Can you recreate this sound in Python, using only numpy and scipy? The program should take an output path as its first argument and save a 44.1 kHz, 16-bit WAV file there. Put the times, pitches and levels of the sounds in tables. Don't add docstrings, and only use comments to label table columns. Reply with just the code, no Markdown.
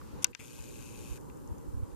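import sys
import numpy as np
from scipy import signal
from scipy.fft import rfft, irfft, next_fast_len
from scipy.io import wavfile
from scipy.ndimage import uniform_filter1d, map_coordinates

SR = 44100
rng = np.random.default_rng(int(sys.argv[2]) if len(sys.argv) > 2 else 0)


def log_audio(samples):
    frames = np.atleast_2d(samples).T
    limited = np.clip(frames, -1, 1)
    pcm = np.round(limited * 32767).astype(np.int16)
    wavfile.write(sys.argv[1], SR, pcm)


def how_loud(loudness_db):
    steps = np.asarray(loudness_db, float) / 20
    return 10 ** steps


N = 85995
T = np.arange(N) / SR
MOTOR_OFF_S = 1.172

# pitch_hz, density_db (per Hz)
AIR_MID_SPECTRUM = [(15, -49), (25, -8.5), (75, -0.5), (122, -2.5), (183, -4), (221, -2.5), (305, -2),
                    (433, -7), (482, -4), (631, -16), (945, -11), (2170, -32), (2850, -31.5), (3630, -34.5),
                    (3930, -33.5), (13500, -35), (15500, -41.5)]
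# pitch_hz, density_db (per Hz)
AIR_SIDE_SPECTRUM = [(15, -54.5), (25, -10), (116, 0), (173, -1.5), (209, -18.5), (289, 1), (340, -15),
                     (445, -8), (684, -21.5), (1110, -21), (1900, -39.5), (2850, -40), (3170, -47),
                     (7500, -40.5), (15500, -44.5)]
# pitch_hz, left_over_right_db
AIR_PORT_BALANCE = [(100, -1), (1000, 0.75), (3000, 1), (5700, 1.5), (7000, 9.5), (8300, 2), (9300, 5),
                    (10300, -2), (11600, -1.5), (14000, 0.5)]
# time_s, bass_db, presence_db, treble_db
AIR_LEVEL_CURVE = [(0, 0, 6, 4.5), (.245, 4, 8.5, 3.5), (.256, -2, 15, -11), (0.319, -2.5, -3, 7),
                   (0.323, -11, 0, -13), (0.391, -23.5, 6, -3), (.396, -3.5, 4, -5), (.7, -1, -0.5, 1),
                   (1.1, 1.9, -1.2, 5.45), (1.95, 1, 0.5, 2.5)]
# pitch_hz, left_db, right_db, t60_s (full, on the left)
SHELL_MODES = [(306, -61, -32.5, 0.09), (950, -36, -39, 0.09), (1194, -38.5, -43.5, 0.086),
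               (1550, -30, -26, 0.065), (2030, -27.5, -37, 0.027), (2418, -18.5, -26.5, .02),
               (2716, -21.5, -20.5, 0.036), (3475, -16.5, -17.5, 0.0088), (3780, -25, -32.5, 0.029),
               (4565, -19.5, -21, 0.019), (5380, -13, -17.5, 0.017), (6166, -5, -27, 0.012),
               (7030, -8, -10, 0.0072), (7700, -9, -14.5, 0.0015), (9600, -13, -7, 0.0031),
               (11940, -27, -17, 0.0013), (13400, -23.5, -22, 0.0079)]
# start_s, peak_db, strongest_hz, spread_octaves, left_over_right_db, ring_share (of full ring time)
SHELL_CLICKS = [(0.0148, -41.5, 1180, 0.14, -10, 0.42), (0.223, -64, 310, .4, -11.2, 0.66),
                (0.244, -1.5, 6340, 4.5, -0.4, 0.99), (0.2682, -38.5, 7300, 0.32, 4, 0.87),
                (0.3312, -45.5, 2410, 0.26, 13, 1.2), (0.3492, -25, 1560, 1.06, 3, 0.56),
                (1.18, -53, 1550, 0.16, 2, .6), (1.211, -46.5, 8050, 0.5, -1, .5),
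                (1.296, -43, 330, .5, 3, 1.3), (1.2985, -46, 1300, .75, 4, 1.2),
                (1.3718, -45.5, 7700, 0.17, .1, .6), (1.4275, -59.5, 7700, .4, .1, 0.65),
                (1.4755, -43.5, 7500, 0.36, -5, 0.86), (1.488, -58, 7600, 0.39, -4, 0.73),
                (1.5831, -47.5, 6500, .7, -10, .6), (1.6125, -53, 7240, 0.33, .1, 0.84),
                (1.916, -57.5, 2500, 0.51, -1, .6)]
# centre_s, envelope_peak_db, pitch_hz, left_over_right_db
WIND_THUMPS = [(0.141, -35.5, 68.4, 5), (0.212, -53, 90, -16.5), (0.607, -36, 49, 3), (.98, -47, 55, 0),
               (1.12, -30, 62, -6), (1.463, -39, 69, 2), (1.499, -32, 101, -1), (1.521, -28.5, 77.5, 3.8),
               (1.689, -34.5, 56.2, -9.5), (1.747, -26.5, 91, -3), (1.776, -29, 77, -5),
               (1.801, -28.5, 70, -2), (1.834, -24.5, 89, -4), (1.94, -39, 50, -9.5)]
# pitch_hz, width_hz, left_db, right_db, even_over_odd_steps_db
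HOUSING_MODES = [(1550, 97, -4.5, -18, -5), (2490, 290, -2, -12.5, 0.5), (3180, 420, -11, -11.5, 7),
                 (3610, 400, -7.5, -12, 1), (4800, 1500, -11.5, -28, -5), (5460, 70, -0.5, -31, 0),
                 (6600, 950, -1, -30, -12), (8000, 560, -11, -4.5, 5), (8000, 370, -6, -18, 5),
                 (9330, 500, -5.5, -7.5, -25), (10500, 990, -14.5, -15, -3), (11740, 340, -11, -7, 3),
                 (13000, 810, -25, -18, -11), (14800, 820, -31.5, -15, -9)]
# time_s, level_db
BARREL_KNOCK_LEVEL = [(.39, 10), (.47, -0.5), (.7, -3.5), (.9, 3.5), (1.0, 2.5), (1.17, 1)]
# multiple_of_step_rate, peak_db
HUM_PARTIALS = [(1, -60.5), (2, -68)]


def unit(x):
    return x / np.sqrt(np.mean(x ** 2) + 1e-20)


def along(points, hz):
    f, value = np.transpose(points)
    return np.interp(np.log(hz + 1), np.log(f + 1), value)


def filtered(x, response):
    m = next_fast_len(N + 8192)
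    return irfft(rfft(x, m) * response(np.fft.rfftfreq(m, 1 / SR)), m)[..., :N]


def wobble(rate):
    return map_coordinates(rng.standard_normal(int(N * rate / SR) + 4), [T * rate])


def resonance(hz, centre_hz, width_hz):
    return 1j * hz * width_hz / (centre_hz ** 2 - hz ** 2 + 1j * hz * width_hz)


def ports(left, right):
    return np.array([[left], [right]])


def noise_pair(alike):
    shared, left, right = rng.standard_normal((3, N))
    alike = np.clip(alike, 0, 1)
    return np.sqrt(alike) * shared + np.sqrt(1 - alike) * np.array([left, right])


def air():
    mid_db, side_db = -54, -48
    whine_hz, whine_db = 12767, -83
    notch_hz, notch_width_hz, notch_depth = 700, 117, 0.75
    presence_hz, treble_hz = 1700, 6000

    def notch(f):
        return 1 - notch_depth * np.exp(-((f - notch_hz) / notch_width_hz * 2) ** 2)

    z = signal.stft(rng.standard_normal((2, N)), nperseg=512)[2]
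    field = uniform_filter1d(rng.standard_normal(z.shape[1:]), size=5, axis=0)
    field = uniform_filter1d(field, size=8, axis=1)
    a, b = signal.istft(z * how_loud(1.2 * unit(field)), nperseg=512)[1][:, :N]

    mid = how_loud(mid_db) * unit(filtered(a, lambda f: how_loud(along(AIR_MID_SPECTRUM, f)) * notch(f)))
    side = how_loud(side_db) * unit(filtered(b, lambda f: how_loud(along(AIR_SIDE_SPECTRUM, f)) * notch(f)))
    side = side + how_loud(whine_db) * np.sin(2 * np.pi * whine_hz * T) * (T > MOTOR_OFF_S)
    pair = np.array([mid + side, mid - side])
    pair = filtered(pair, lambda f: how_loud(along(AIR_PORT_BALANCE, f) * ports(.5, -.5)))

    def below(edge_hz):
        return filtered(pair, lambda f: 1 / (1 + (f / edge_hz) ** 6))

    low, middle = below(presence_hz), below(treble_hz)
    bands = [low, middle - low, pair - middle]
    s, *levels = np.transpose(AIR_LEVEL_CURVE)
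    return sum(band * how_loud(np.interp(T, s, db)) for band, db in zip(bands, levels))


def clicks():
    rise_s, hold_s = 0.00033, 0.00059
    right_time = 0.38
    roughness = 0.082
    hz, left_db, right_db, t60 = np.transpose(SHELL_MODES)
    out = np.zeros((2, N + SR))
    t = np.arange(SR // 20) / SR
    stretch = np.array([1, right_time])[:, None, None]
    rise = np.sin(np.pi / 2 * np.clip(t / (stretch * rise_s), 0, 1))
    fade_age = np.maximum(t - stretch * hold_s, 0)
    for s, db, centre_hz, spread, pan_db, ring_share in SHELL_CLICKS:
        nearness = np.exp(-.5 * (np.log2(hz / centre_hz) / spread) ** 2)
        colour = nearness * how_loud(np.array([left_db + pan_db / 2, right_db - pan_db / 2]))
        decay = rise * how_loud(-60 * fade_age / (stretch * ring_share * t60[:, None]))
        wander = roughness * np.cumsum(rng.standard_normal((2, len(hz), len(t))), axis=2)
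        wander = wander + np.pi * np.arange(len(hz))[:, None]
        modes = np.sin(2 * np.pi * hz[:, None] * t + wander)
        ring = np.sum(colour[..., None] * decay * modes, axis=1)
        out[:, round(s * SR):][:, :len(t)] += how_loud(db) * ring / np.abs(ring).max()
    return out[:, :N]


def wind():
    half_width_cycles = 0.67
    out = np.zeros((2, N))
    chance = rng.standard_normal((len(WIND_THUMPS), 2))
    for (s, db, hz, pan_db), (turn, skew) in zip(WIND_THUMPS, chance):
        cycles = (T - s) * hz
        phase = turn + ports(0.22 + 0.11 * skew, np.pi)
        push = np.exp(-(cycles / half_width_cycles) ** 2) * np.cos(2 * np.pi * cycles + phase)
        out += how_loud(db + ports(pan_db / 2, -pan_db / 2)) * push
    return out


def scrape():
    start_s, end_s, level_db = .2205, .2355, -47
    lowest_hz, tilt_db = 1800, -5

    def shell(f):
        total = 0
        for k, (hz, left_db, right_db, t60) in enumerate(SHELL_MODES):
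            if hz > lowest_hz:
                gain = how_loud(ports(left_db, right_db) + tilt_db * np.log2(hz / 6000))
                total = total + (-1) ** k * gain * resonance(f, hz, 0.73 / t60 + 250)
        return total

    stroke = np.clip(np.minimum(T - start_s, end_s - T) / .002, 0, 1)
    grain = how_loud(2.5 * wobble(500))
    shell_rms = np.sqrt(np.mean(np.abs(shell(np.linspace(0, SR / 2, 999))) ** 2))
    return how_loud(level_db) * filtered(noise_pair(0.15) * stroke * grain, shell) / shell_rms


def motor():
    on_s, first_step_s, step_hz, run_down_s = .3925, .3972, 119.75, .009
    rise_s, fall_s, scatter_db, jitter_s = .0004, .0016, 1.5, .00012
    motor_db, slide_db, rattle_db = -41, -5, 3.5
    kick_db, kick_s, kick_hz = 1.5, 0.042, 2304
    barrel_hz, barrel_width_hz = 2575, 187
    barrel_db = ports(23.5, 1.5)

    count = int((MOTOR_OFF_S - first_step_s) * step_hz) + 2
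    size, late = rng.standard_normal((200, 2))[:count].T
    times = first_step_s + np.arange(count) / step_hz + jitter_s * late
    beats = np.zeros((2, N))
    beats[np.arange(count) % 2, np.round(times * SR).astype(int)] = how_loud(scatter_db * size)
    age = np.arange(SR // 100) / SR
    step_shape = (1 - np.exp(-age / rise_s)) * np.exp(-age / fall_s)
    bursts = signal.fftconvolve(beats, step_shape[None], axes=1)[:, :N]

    running = (T > on_s) * np.exp(-np.maximum(T - MOTOR_OFF_S, 0) / run_down_s)
    noise = noise_pair(0.9)
    even, odd = [how_loud(rattle_db) * noise * burst for burst in bursts]

    knocks = beats.sum(axis=0) * how_loud(np.interp(T, *np.transpose(BARREL_KNOCK_LEVEL)))

    def barrel_ring(f):
        return resonance(f, barrel_hz, barrel_width_hz) * resonance(f, barrel_hz, 1100)

    barrel = how_loud(barrel_db) * filtered(knocks, barrel_ring)

    def housing(f, share):
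        total = 0
        for k, (hz, width_hz, left_db, right_db, even_db) in enumerate(HOUSING_MODES):
            gain = how_loud(ports(left_db, right_db) + share * even_db)
            total = total + (-1) ** k * gain * resonance(f, hz, width_hz)
        return total

    whirr = filtered(odd + how_loud(slide_db) * noise * running, lambda f: housing(f, share=0))
    whirr = whirr + filtered(even, lambda f: housing(f, share=1))

    around_start = np.exp(-np.abs(T - on_s) / kick_s)
    kick = filtered((even + odd + noise * running) * around_start, lambda f: resonance(f, kick_hz, 520))
    kick = how_loud(kick_db + ports(3, -6)) * kick

    hum = np.zeros(N)
    for multiple, db in HUM_PARTIALS:
        level = how_loud(db + 3.2 * wobble(25))
        hum += level * np.sin(2 * np.pi * multiple * step_hz * T + 1.45 * wobble(25.1))
    return how_loud(motor_db) * (whirr + barrel + kick) + hum * running


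def scene():
    return air() + clicks() + wind() + scrape() + motor()


def band_limit(x):
    return signal.sosfilt(signal.butter(12, 16310, fs=SR, output="sos"), x)


def record(dry):
    top_hz = 15050
    mix = filtered(dry, lambda f: f < top_hz)
    return band_limit(mix)


dry = scene()
out = record(dry)
log_audio(out)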